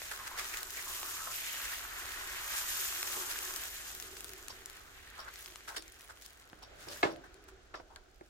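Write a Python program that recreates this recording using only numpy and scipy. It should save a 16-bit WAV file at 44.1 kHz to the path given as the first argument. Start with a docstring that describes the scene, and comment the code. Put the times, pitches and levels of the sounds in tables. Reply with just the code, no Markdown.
"""Batter on a hot iron pan

Batter sizzles in a home kitchen and slowly dries out. Steam leaves the wet edge as random bursts that
ring damped resonances: fine fizz, larger bubbles and lone pops. A ladle scuffs and drags as shaped
friction noise, its bowl ringing at times; dull knocks excite the modes of something wooden nearby.
Reflections, a hollow drone, a low rumble, hiss and a faint mains hum lie underneath."""
import sys
import numpy as np
from scipy import signal
from scipy.fft import rfft, irfft, next_fast_len
from scipy.io import wavfile

SR = 44100
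rng = np.random.default_rng(int(sys.argv[2]) if len(sys.argv) > 2 else 0)


def rack_gain(trim_db):
    """Turn a fader trim in dB into the linear factor to multiply a signal by."""
    fader = np.asarray(trim_db, float)
    return 10 ** (fader / 20)


def output_pcm(signal):
    """Save a mono or channel-first signal as 16-bit PCM at the path in sys.argv[1].

    Samples are clipped to [-1, 1] before scaling.
    """
    pcm = np.clip(np.atleast_2d(signal).T, -1, 1) * 32767
    wavfile.write(sys.argv[1], SR, np.round(pcm).astype(np.int16))


N = 365964   # length in samples

# Colour of the background noise. Each row: frequency in Hz, relative gain in dB.
BACKGROUND_SPECTRUM = [(12, -14), (20, 8.5), (60, 2.5), (170, -19.5), (310, -13), (376, -10.5),
                       (582, -16.5), (745, -11.5), (1010, -25), (1480, -12.5), (1890, -23), (6860, -27.5),
                       (10500, -44), (15000, -47)]
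# Swell of the background. Each row: time in seconds, gain of the low rumble in dB, gain of the hiss in dB.
BACKGROUND_SWELL = [(0, -5, 4.5), (2, 0, 5), (4, -5, 6.5), (5, -8, 4), (6.3, -12, 1), (6.8, -10, 7),
                    (7.6, -8, 3), (8, 2, 1.5), (8.3, -13, -0.5)]
# Course of the narrow hollow drone. Each row: time in seconds, level in dB.
DRONE_LEVEL = [(0, -73), (.38, -68), (1.1, -66.5), (1.4, -98), (2.05, -63), (2.55, -71.5), (2.9, -67),
               (3.2, -53.5), (3.55, -60), (3.86, -86), (3.97, -61), (4.5, -61.5), (4.72, -68), (4.84, -88),
               (5.6, -71), (6.6, -92), (7.5, -62), (7.7, -69.5), (8.3, -75)]
# Reverberation of the kitchen. Each row: frequency in Hz, decay time T60 in seconds.
ROOM_DECAY = [(100, 0.62), (400, 0.44), (1500, 0.11), (5000, 0.18), (14000, 0.041)]
# Dull knocks. Each row: start in seconds, peak in dB, contact time in ms, share of the full ring time
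# from 0 to 1, clack in dB against the ring.
KNOCK_EVENTS = [(3.167, -39.5, 0.47, 0.33, 4), (5.521, -47.5, 0.88, 0.04, -8),
                (5.771, -42.5, 0.44, 0.44, -14), (6.531, -36.5, 0.12, 0.03, 5), (6.871, -38.5, 1, 1, 3),
                (7.0295, -14.5, 0.032, 0.45, -10.5), (7.052, -24, 0.92, 0.07, -5),
                (7.741, -39.5, 0.05, 0.37, 2), (7.799, -39, 0.21, 0.08, 8),
                (8.2097, -42.5, 0.69, 0.09, -13)]
# Modes of the knocked body. Each row: frequency in Hz, level in dB, full decay time T60 in seconds.
BODY_MODES = [(272, -7.5, 0.21), (328, -4, 0.51), (392, -2.5, 0.4), (460, -0.5, 0.19), (534, -9, 0.23),
              (550, -13, 0.41), (686, -0.5, 0.21), (816, -2, 0.48), (1080, -3, 0.18), (1230, -8, 0.27),
              (1706, 0.5, 0.21), (2157, 0.5, 0.18), (2620, -4.5, 0.14), (3220, -7, 0.1), (4060, 0, 0.044),
              (4870, -13, 0.065)]
# Colour of the clack. 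Each row: frequency in Hz, relative gain in dB.
CLACK_SPECTRUM = [(80, 4.5), (200, -15.5), (330, 1.5), (1000, 4), (2200, -5), (4500, -10.5), (7000, -16),
                  (14000, -37)]
# Ladle scuffs. Each row: end of the swell in seconds, rms level of the dull part in dB, treble gain in dB,
# time to swell by 11 dB in seconds, decay time T60 in seconds, resonance in Hz.
SCUFF_EVENTS = [(0.114, -40, -3, 0.0051, 0.13, 1550), (0.274, -42, -1.5, 0.015, 0.038, 1520),
                (0.379, -39, -1, 0.0064, 0.37, 1950), (0.449, -52.5, 2, 0.029, 0.073, 1710),
                (0.536, -40.5, -6, 0.019, 0.1, 2520), (0.572, -43.5, -3, 0.0062, 0.11, 1910),
                (0.62, -45, -15, 0.0084, 0.024, 1340), (0.777, -42, -7, .006, 0.2, 2050),
                (1.205, -48, -12, 0.0066, 0.039, 1280), (1.273, -43, -37, 0.015, 0.055, 1300),
                (3.304, -46, 4, 0.014, 0.14, 1490), (4.5, -52, -25, 0.0023, 0.057, 1030),
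                (5.189, -44, -8, 0.016, 0.13, 1360), (5.28, -43.5, -17, 0.035, 0.086, 1460),
                (5.682, -42, -3.5, 0.0052, 0.2, 1530), (5.708, -49, -16, 0.0058, 0.13, 960),
                (5.746, -51, -8, 0.0052, 0.092, 1500), (5.764, -37.5, 1, 0.0012, 0.07, 1800),
                (6.096, -47.5, -6.5, 0.0056, 0.11, 1420), (6.212, -63.5, 7, 0.002, 0.31, 2490),
                (6.248, -63, 4, 0.0065, 0.15, 2500), (6.624, -52, -0.5, 0.00098, 0.062, 970),
                (6.72, -60.5, -20, 0.11, 0.76, 606), (6.81, -54, 1.5, 0.024, 0.25, 1600),
                (6.886, -58, -1, 0.0088, 0.45, 610), (6.925, -50.5, 3.5, 0.02, 0.17, 1580),
                (7.239, -51.5, -10, 0.0014, 0.14, 1500), (7.483, -57, -3, 0.0039, 0.089, 1430),
                (7.744, -42, -18, 0.0043, 0.08, 1230), (7.903, -57.5, -14, 0.0027, 0.38, 900),
                (7.961, -54, -24, .002, 0.049, 1450)]
# Colour of the scuffing friction. 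Each row: frequency in Hz, relative gain in dB.
SCUFF_SPECTRUM = [(200, -21), (500, -6.5), (1000, -3.5), (1500, 0.5), (2500, 6), (5000, 5.5), (7000, 4.5),
                  (11000, -1), (16000, -7)]
# Modes of the ladle bowl. Each row: frequency in Hz, decay time T60 in seconds.
BOWL_MODES = [(3800, 0.004), (4730, 0.01), (5430, 0.016)]
# Moments when the bowl is set ringing. Each row: end of the swell in seconds, rms level in dB.
BOWL_EVENTS = [(4.498, -49), (5.192, -48.5), (5.764, -43.5), (6.626, -55), (6.886, -52), (7.105, -56),
               (7.755, -52.5)]
# Long drags of the ladle through the batter. Each row: start in seconds, length in seconds, rms level in dB,
# first pitch in Hz, last pitch in Hz.
DRAG_EVENTS = [(0.191, 0.037, -52.5, 1120, 1077), (0.311, 0.097, -52, 951, 1260),
               (0.86, 0.05, -51, 1122, 1133), (0.98, 0.36, -52.5, 1136, 1330),
               (1.328, 0.13, -56, 2677, 2590), (1.47, 0.21, -54, 3080, 2590)]
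# The loudest pops of steam. Each row: start in seconds, peak in dB, pitch in Hz.
POP_EVENTS = [(0.0182, -31, 1790), (0.118, -35, 1800), (0.54, -29, 2380), (0.572, -23, 10700),
              (0.631, -26, 11000), (0.706, -27, 11300), (0.765, -42, 2500), (1.031, -25.5, 2200),
              (2.12, -29.5, 2520), (3.0292, -21, 4150), (3.389, -25, 5830), (3.562, -24, 12200),
              (3.9505, -29, 11500), (4, -27.5, 5200), (4.0248, -31, 8270), (4.168, -35, 2960),
              (4.2068, -33, 6650), (4.2445, -30, 9000), (4.335, -31.5, 7000), (4.4832, -28, 5370),
              (4.659, -27, 10800), (4.699, -34.5, 5600), (5.288, -40, 2000), (5.339, -39, 6440),
              (5.3582, -32.5, 3390), (5.46, -31, 4400), (5.503, -42, 2570), (5.558, -33.5, 2820),
              (5.607, -42, 1800), (5.8237, -36, 4740), (5.88, -39, 5500), (5.922, -38.5, 6730),
              (6.0092, -37, 4690), (6.2124, -43, 11000), (6.222, -33.5, 9000), (6.262, -38.5, 5450),
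              (6.4992, -44, 3130), (6.868, -50, 7150), (7.161, -40, 1500), (7.343, -45, 5360),
              (7.44, -50, 7000), (7.9608, -36, 2500)]
# Course of the frying. Each row: time in seconds, fizz level in dB, bubbling level in dB, bubble pitch in Hz.
FRYING_COURSE = [(0.0, -46, -51, 1690), (0.3, -51.5, -48, 1330), (0.5, -45.5, -46.5, 1520),
                 (0.66, -47.5, -51, 1620), (0.82, -44, -49.5, 1950), (0.88, -43, -49, 1390),
                 (1.3, -44, -49.5, 1400), (1.345, -41.5, -47.5, 2160), (1.5, -43, -44, 1970),
                 (1.7, -44.5, -45.5, 1670), (1.94, -48, -46.5, 1400), (2.45, -45, -44, 1680),
                 (2.58, -39.5, -43, 1660), (2.8, -38, -45, 1480), (3.3, -41.5, -44.5, 1550),
                 (3.97, -49, -54, 1630), (4.35, -55.5, -57.5, 1580), (5.2, -62, -56.5, 1760),
                 (5.45, -54.5, -59, 1660), (5.62, -60.5, -61, 1850), (6.3, -67.5, -65, 1440),
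                 (6.7, -75, -64.5, 1570), (6.98, -51, -53, 1600), (7.19, -78.5, -63, 1460),
                 (8.3, -82, -79, 1520)]
# Colour filter of the fizz. Each row: frequency in Hz, relative gain in dB.
FIZZ_SPECTRUM = [(1180, -33.5), (2000, -25.5), (2380, -6.5), (4450, -8), (6820, -1.5), (9660, -7),
                 (13000, 0.5), (15200, -2), (16000, -36)]
# Colour filter of the bubbling. Each row: frequency in Hz, relative gain in dB.
BUBBLING_SPECTRUM = [(300, -17.5), (600, -7.5), (1000, -4.5), (2500, 0.5), (4500, 6.5), (6500, -11)]

BACKGROUND_DB = -60.5   # rms before the swell
HUM_HZ, HUM_DB = 49.4, -69
DRONE_HZ = 377.5
PORTS_ALIKE_HZ = 296   # diffuse sound is shared by both ports below this
ROOM_DB, KNOCK_ROOM_DB = -12, -13   # reflections of the pan and of the knocks
PAN_LEAD_S, PAN_SPREAD_S = 0.00015, 0.00008   # the pan is nearer the left port
KNOCK_LEAD_S = 0.00044
SCUFF_HOLD_S = 0.0061
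SCUFF_WIDTH, SCUFF_RING = 0.33, 1.1   # width of the resonance as a share of its pitch; its strength
BOWL_RISE_S, BOWL_HOLD_S, BOWL_T60_S = 0.0028, 0.012, 0.12
DRAG_WIDTH_HZ, DRAG_GRAINS_PER_S = 110, 350
SPLUTTER, SPLUTTER_T60_S = 0.3, 0.006   # the tiny spits after a pop: strength, decay
SPIT_T60_S = 0.0035
BASS_LEFT_DB = -4   # bass of the left port against the right
CUTOFF_HZ = 15950


def rms_one(x):
    """Normalisation: the root mean square becomes 1."""
    return x / np.sqrt(np.mean(x ** 2) + 1e-20)


def in_time(rows):
    """Linear interpolation: each column after the time gets one value per sample."""
    s, *columns = np.transpose(rows)
    return [np.interp(np.arange(N) / SR, s, c) for c in columns]


def at_hz(points, hz):
    """Interpolation of a spectrum along a logarithmic frequency axis."""
    f, value = np.transpose(points)
    return np.interp(np.log(np.maximum(hz, 1)), np.log(f), value)


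def butter(x, order, hz, kind="low"):
    """Butterworth filtering: a maximally flat pass band."""
    return signal.sosfilt(signal.butter(order, hz, kind, fs=SR, output="sos"), x)


def colour(x, spectrum, size=8192):
    """Minimum-phase filtering: a folded cepstrum gives the spectrum with no sound ahead of its cause."""
    log_gain = np.log(rack_gain(at_hz(spectrum, np.fft.rfftfreq(size, 1 / SR))))
    cepstrum = irfft(log_gain)
    cepstrum[1:size // 2] *= 2
    cepstrum[size // 2 + 1:] = 0
    response = irfft(np.exp(rfft(cepstrum)))
    return signal.fftconvolve(np.atleast_2d(x), response[None], axes=1)[:, :N]


def drift(rate_hz):
    """Random modulation: noise through a double pole at rate_hz, made at every 40th sample, rms 1."""
    r = np.exp(-2 * np.pi * rate_hz * 40 / SR)
    white = rng.standard_normal(N // 40 + 2002)
    slow = signal.lfilter([1], [1, -2 * r, r * r], white)[2000:]
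    return np.interp(np.arange(N) / 40, np.arange(len(slow)), rms_one(slow))


def ring(clicks, hz, t60):
    """Damped resonator: a unit click sets off a decaying sine of height 1."""
    r = rack_gain(-60 / (t60 * SR))
    w = 2 * np.pi * min(hz, 19000) / SR
    return signal.lfilter([0, np.sin(w)], [1, -2 * r * np.cos(w), r * r], clicks + 1e-18)


def at_ports(x, lead_s):
    """Interaural-type delay: the right port hears the sound lead_s later than the left."""
    turn = np.exp(-2j * np.pi * np.fft.rfftfreq(len(x), 1 / SR) * lead_s)
    return np.array([x, irfft(rfft(x) * turn, len(x))])


def padded(x):
    """Zero padding to a length that transforms fast."""
    return np.pad(x, (0, next_fast_len(N) - N))


def diffuse(white):
    """Diffuse field: sound from all around is mostly alike at both ports in the bass only."""
    shared = butter(white[0] + 0.15 * white[1:], 1, PORTS_ALIKE_HZ)
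    return shared + butter(white[1:], 1, PORTS_ALIKE_HZ, "high")


def stroke(s, db, rise_s, hold_s, t60):
    """Exponential envelope: it gains 11 dB per rise_s up to s, holds, then decays by 60 dB in t60."""
    t = np.arange(N) / SR
    rise_db = -11.0 * np.maximum(s - t, 0) / max(rise_s, 0.001)
    fall_db = -60 * np.maximum(t - s - hold_s, 0) / max(t60, 0.01)
    return rack_gain(db + rise_db + fall_db)


def rumble():
    """Ambient noise: coloured diffuse noise, its low rumble and hiss swelling apart, and a wavering mains hum."""
    low_db, hiss_db = in_time(BACKGROUND_SWELL)
    noise = rms_one(colour(diffuse(rng.standard_normal((3, N))), BACKGROUND_SPECTRUM))
    noise = rack_gain(BACKGROUND_DB) * noise
    low = signal.sosfiltfilt(signal.butter(2, 60, fs=SR, output="sos"), noise)
    hum = rack_gain(HUM_DB + 3.5 * drift(3.0)) * np.sin(2 * np.pi * HUM_HZ * np.arange(N) / SR)
    return low * rack_gain(low_db) + (noise - low) * rack_gain(hiss_db) + hum


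def drone():
    """Narrow-band noise: slow noises on a cosine and a sine make a tone of wandering height and phase."""
    level_db, = in_time(DRONE_LEVEL)
    phase = 2 * np.pi * DRONE_HZ * np.arange(N) / SR
    tone = drift(63) * np.cos(phase) + drift(18.3) * np.sin(phase)
    return rack_gain(level_db) * rms_one(tone)


def kitchen(x):
    """Reverberation: convolution with diffuse noise that decays at its own pace in each octave."""
    t, tail = np.arange(SR // 2) / SR, 0
    white = diffuse(rng.standard_normal((3, len(t))))
    for hz in 62.5 * 2.0 ** np.arange(9):
        octave = butter(white, 2, [hz / 2 ** 0.5, min(hz * 2 ** 0.5, 20000)], "band")
        decay = rack_gain(-60 * t / at_hz(ROOM_DECAY, hz))
        tail = tail + octave * decay * (t > 0.003)
    tail = tail / np.sqrt(np.sum(tail ** 2) / 2)   # mean energy of the two ports is 1
    return signal.fftconvolve(x.mean(axis=0)[None], tail, axes=1)[:, :N]


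def knocks():
    """Modal impact: a blow rings the modes and a noisy clack; longer contact dulls, less ring share damps."""
    out = np.zeros((2, N + SR))
    strengths_db = rng.normal(0, 0.25, (len(KNOCK_EVENTS), len(BODY_MODES)))
    t = np.arange(SR // 2) / SR
    noise = rms_one(colour(diffuse(rng.standard_normal((3, N))), CLACK_SPECTRUM))
    for (s, db, contact_ms, share, clack_db), strength_db in zip(KNOCK_EVENTS, strengths_db):
        modes = 0
        for k, (hz, level_db, t60) in enumerate(BODY_MODES):
            modes = modes + (-1) ** k * rack_gain(level_db + strength_db[k]) * ring(t == 0, hz, share * t60)
        at = round(s * SR)
        clack = np.roll(noise, -at, axis=1)[:, :len(t)] * rack_gain(clack_db - 60 * t / (share * 0.43))
        sound = at_ports(modes / np.abs(modes).max(), KNOCK_LEAD_S) + clack
        soft = np.exp(-1000 / (max(contact_ms, 0.01) * SR))
        sound = signal.lfilter([1], [1, -soft], sound)
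        out[:, at:at + len(t)] += rack_gain(db) * sound / np.abs(sound.mean(axis=0)).max()
    return butter(out, 2, 160, "high")[:, :N]


def scuffs():
    """Dry friction: gritty noise under strokes, its dull part resonant, its treble apart, plus the ladle bowl."""
    white = diffuse(rng.standard_normal((3, N))) * rack_gain(2.8 * drift(270) + 0.86 * drift(71))
    grit = rms_one(colour(white, SCUFF_SPECTRUM))
    dull = butter(grit, 2, 3000)
    bowl = rms_one(sum(ring(white, hz, t60) for hz, t60 in BOWL_MODES))
    out = bowl * sum(stroke(s, db, BOWL_RISE_S, BOWL_HOLD_S, BOWL_T60_S) for s, db in BOWL_EVENTS)
    for s, db, treble_db, rise_s, t60, hz in SCUFF_EVENTS:
        near = slice(max(round((s - 0.25) * SR), 0), round((s + 0.5) * SR))
        ring_t60 = np.log(1000) / (np.pi * SCUFF_WIDTH * hz)   # decay time from bandwidth
        hollow = rms_one(ring(dull[:, near], hz, ring_t60))
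        contact = rms_one(dull[:, near] + SCUFF_RING * hollow)
        contact = contact + rack_gain(treble_db) * (grit - dull)[:, near]
        out[:, near] += contact * stroke(s, db, rise_s, SCUFF_HOLD_S, t60)[near]
    return out


def drags():
    """Granular friction: sparse grains ring one narrow resonance that glides along the stroke."""
    t, out = np.arange(N) / SR, 0
    grains = rng.standard_normal((2, N)) + 1j * rng.standard_normal((2, N))
    grains = grains * (rng.random(N) < DRAG_GRAINS_PER_S / SR)
    r = np.exp(-np.pi * DRAG_WIDTH_HZ / SR)
    rung = signal.lfilter([1], [1, -r], grains[0] + 0.25 * grains + 1e-18)
    for s, length_s, db, first_hz, last_hz in DRAG_EVENTS:
        pitch_hz = np.interp(t, [s, s + length_s], [first_hz, last_hz])
        glide = np.exp(2j * np.pi * np.cumsum(pitch_hz) / SR)
        out = out + glide * stroke(s, db, 0.018, length_s, 0.1)
    return (out * rung / rung.real.std()).real


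def pops():
    """Impulsive source: a click and a brief splutter, band-passed widely around a pitch, somewhere on the pan."""
    out, chance = np.zeros((2, N + 900)), rng.standard_normal((len(POP_EVENTS), 802))
    t = np.arange(800) / SR
    early = 40   # samples of room for a port that hears the pop sooner
    for (s, db, hz), (pan, place, *splutter) in zip(POP_EVENTS, chance):
        blow = (t == 0) + SPLUTTER * np.array(splutter) * rack_gain(-60 * t / SPLUTTER_T60_S)
        pop = butter(blow, 2, [hz / 4, min(hz * 2.2, 20000)], "band")
        lead_s = 0.3 * PAN_LEAD_S + 0.5 * place * PAN_SPREAD_S
        pair = at_ports(np.roll(pop, early), lead_s)
        pair = pair * rack_gain(np.array([[0.5], [-0.5]]) * (3 + 4 * pan))   # on average 3 dB stronger on the left
        at = round(s * SR) - early
        out[:, at:at + 800] += rack_gain(db) * pair / np.abs(pair.mean(axis=0)).max()
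    return out[:, :N]


def crackle(per_s, size_db):
    """Clumped random impulses: spits of a few milliseconds in four colours from dull to bright."""
    sizes = rack_gain(size_db * np.minimum(rng.exponential(1, N), 3))
    born = sizes * (rng.random(N) < per_s * rack_gain(4.0 * drift(6)) / SR)
    decay = rack_gain(-60 / (SPIT_T60_S * SR))
    spits = signal.lfilter([1], [1, -decay], born) * rng.standard_normal(N)
    dealt = np.repeat(rng.integers(0, 4, N // 128 + 1), 128)[:N]   # the colour is redrawn every 128 samples
    out = 0
    for k, hz in enumerate(np.geomspace(2500, 11000, 4)):
        lead_s = PAN_LEAD_S + (k - 2) * 0.5 * PAN_SPREAD_S
        pair = at_ports(padded(spits * (dealt == k)), lead_s)[:, :N]
        out = out + hz ** -0.3 * butter(pair, 1, [hz / 3, hz * 1.7], "band")
    return rms_one(out)


def bursts(per_s, size_db, clump_db, low_hz, high_hz, cycles, hiss, centre_hz, octave_db, count=12):
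    """Shot noise: clumped bursts ring spots of differing pitch and direction, strongest near centre_hz."""
    sizes = rack_gain(size_db * np.minimum(rng.exponential(1, N), 6)) * rng.choice([-1, 1], N)
    clumps = rack_gain(clump_db * drift(25))
    born = rms_one(sizes * (rng.random(N) < per_s * clumps / SR))
    dealt, side = rng.integers(0, count, N), rng.uniform(-1.55, 1, count)
    steam = hiss * rng.standard_normal((2, N))   # countless tiny bursts all over the pan, unlike at the two ports
    out = 0
    for k, hz in enumerate(np.geomspace(low_hz, high_hz, count)):
        here = dealt == k
        spot = at_ports(padded(born * here), PAN_LEAD_S + side[k] * PAN_SPREAD_S)[:, :N]
        weight = np.sqrt(hz) * rack_gain(-octave_db * np.abs(np.log2(hz / centre_hz)))
        out = out + ring((spot + steam * here) * weight, hz, cycles / hz)   # decays by 60 dB in so many cycles
    return out


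def frying():
    """Superposed shot noises: fizz and crackle on top, larger bubbles below, all throbbing together."""
    fizz_db, bubbling_db, bubble_hz = in_time(FRYING_COURSE)
    throb_db = 0.9 * drift(8)
    fizz = bursts(per_s=5000, size_db=2.34, clump_db=3.0, low_hz=2720, high_hz=13100, cycles=9.8,
                  hiss=0.92, centre_hz=7200, octave_db=0.24)
    fizz = rms_one(colour(fizz, FIZZ_SPECTRUM))
    dryness_db = -fizz_db - 47.5   # how far the fizz has sunk
    top = signal.sosfiltfilt(signal.butter(1, 9000, "high", fs=SR, output="sos"), fizz)
    fizz = fizz + top * (rack_gain(np.clip(-0.35 * dryness_db, -13, 1.5)) - 1)   # a weak fizz is duller
    crackle_db = np.clip(0.45 * dryness_db, -8, 9) - 6.5   # and crackles more, against its own level
    fizz = fizz + rack_gain(crackle_db) * crackle(260, 3.5)
    wandering_hz = bubble_hz * 2 ** (0.12 * drift(6.8))
    bubbling = bursts(per_s=4000, size_db=2.47, clump_db=1.4, low_hz=532, high_hz=4560, cycles=17.0,
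                      hiss=1.13, centre_hz=wandering_hz, octave_db=12.9, count=20)
    bubbling = rms_one(colour(bubbling, BUBBLING_SPECTRUM))
    return fizz * rack_gain(fizz_db + throb_db) + bubbling * rack_gain(bubbling_db + throb_db)


def scene():
    """Superposition: close sources with their reflections, over the far background."""
    pan = frying() + pops() + scuffs() + drags()
    knock = knocks()
    far = kitchen(rack_gain(ROOM_DB) * pan + rack_gain(KNOCK_ROOM_DB) * knock)
    return pan + knock + far + drone() + rumble()


def low_pass(x):
    """Removes everything above the highest recorded frequency."""
    return signal.sosfilt(signal.butter(12, 16650, fs=SR, output="sos"), x)


def record(dry):
    """Transduction: a phone microphone pair, the left port weaker in the bass, with a steep treble limit."""
    bass = butter(dry, 1, 400)
    mix = dry + bass * (rack_gain(BASS_LEFT_DB * np.array([[0.5], [-0.5]])) - 1)
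    mix = signal.sosfilt(signal.ellip(10, 0.5, 45, CUTOFF_HZ, fs=SR, output="sos"), mix)
    return low_pass(mix)


dry = scene()
out = record(dry)
output_pcm(out)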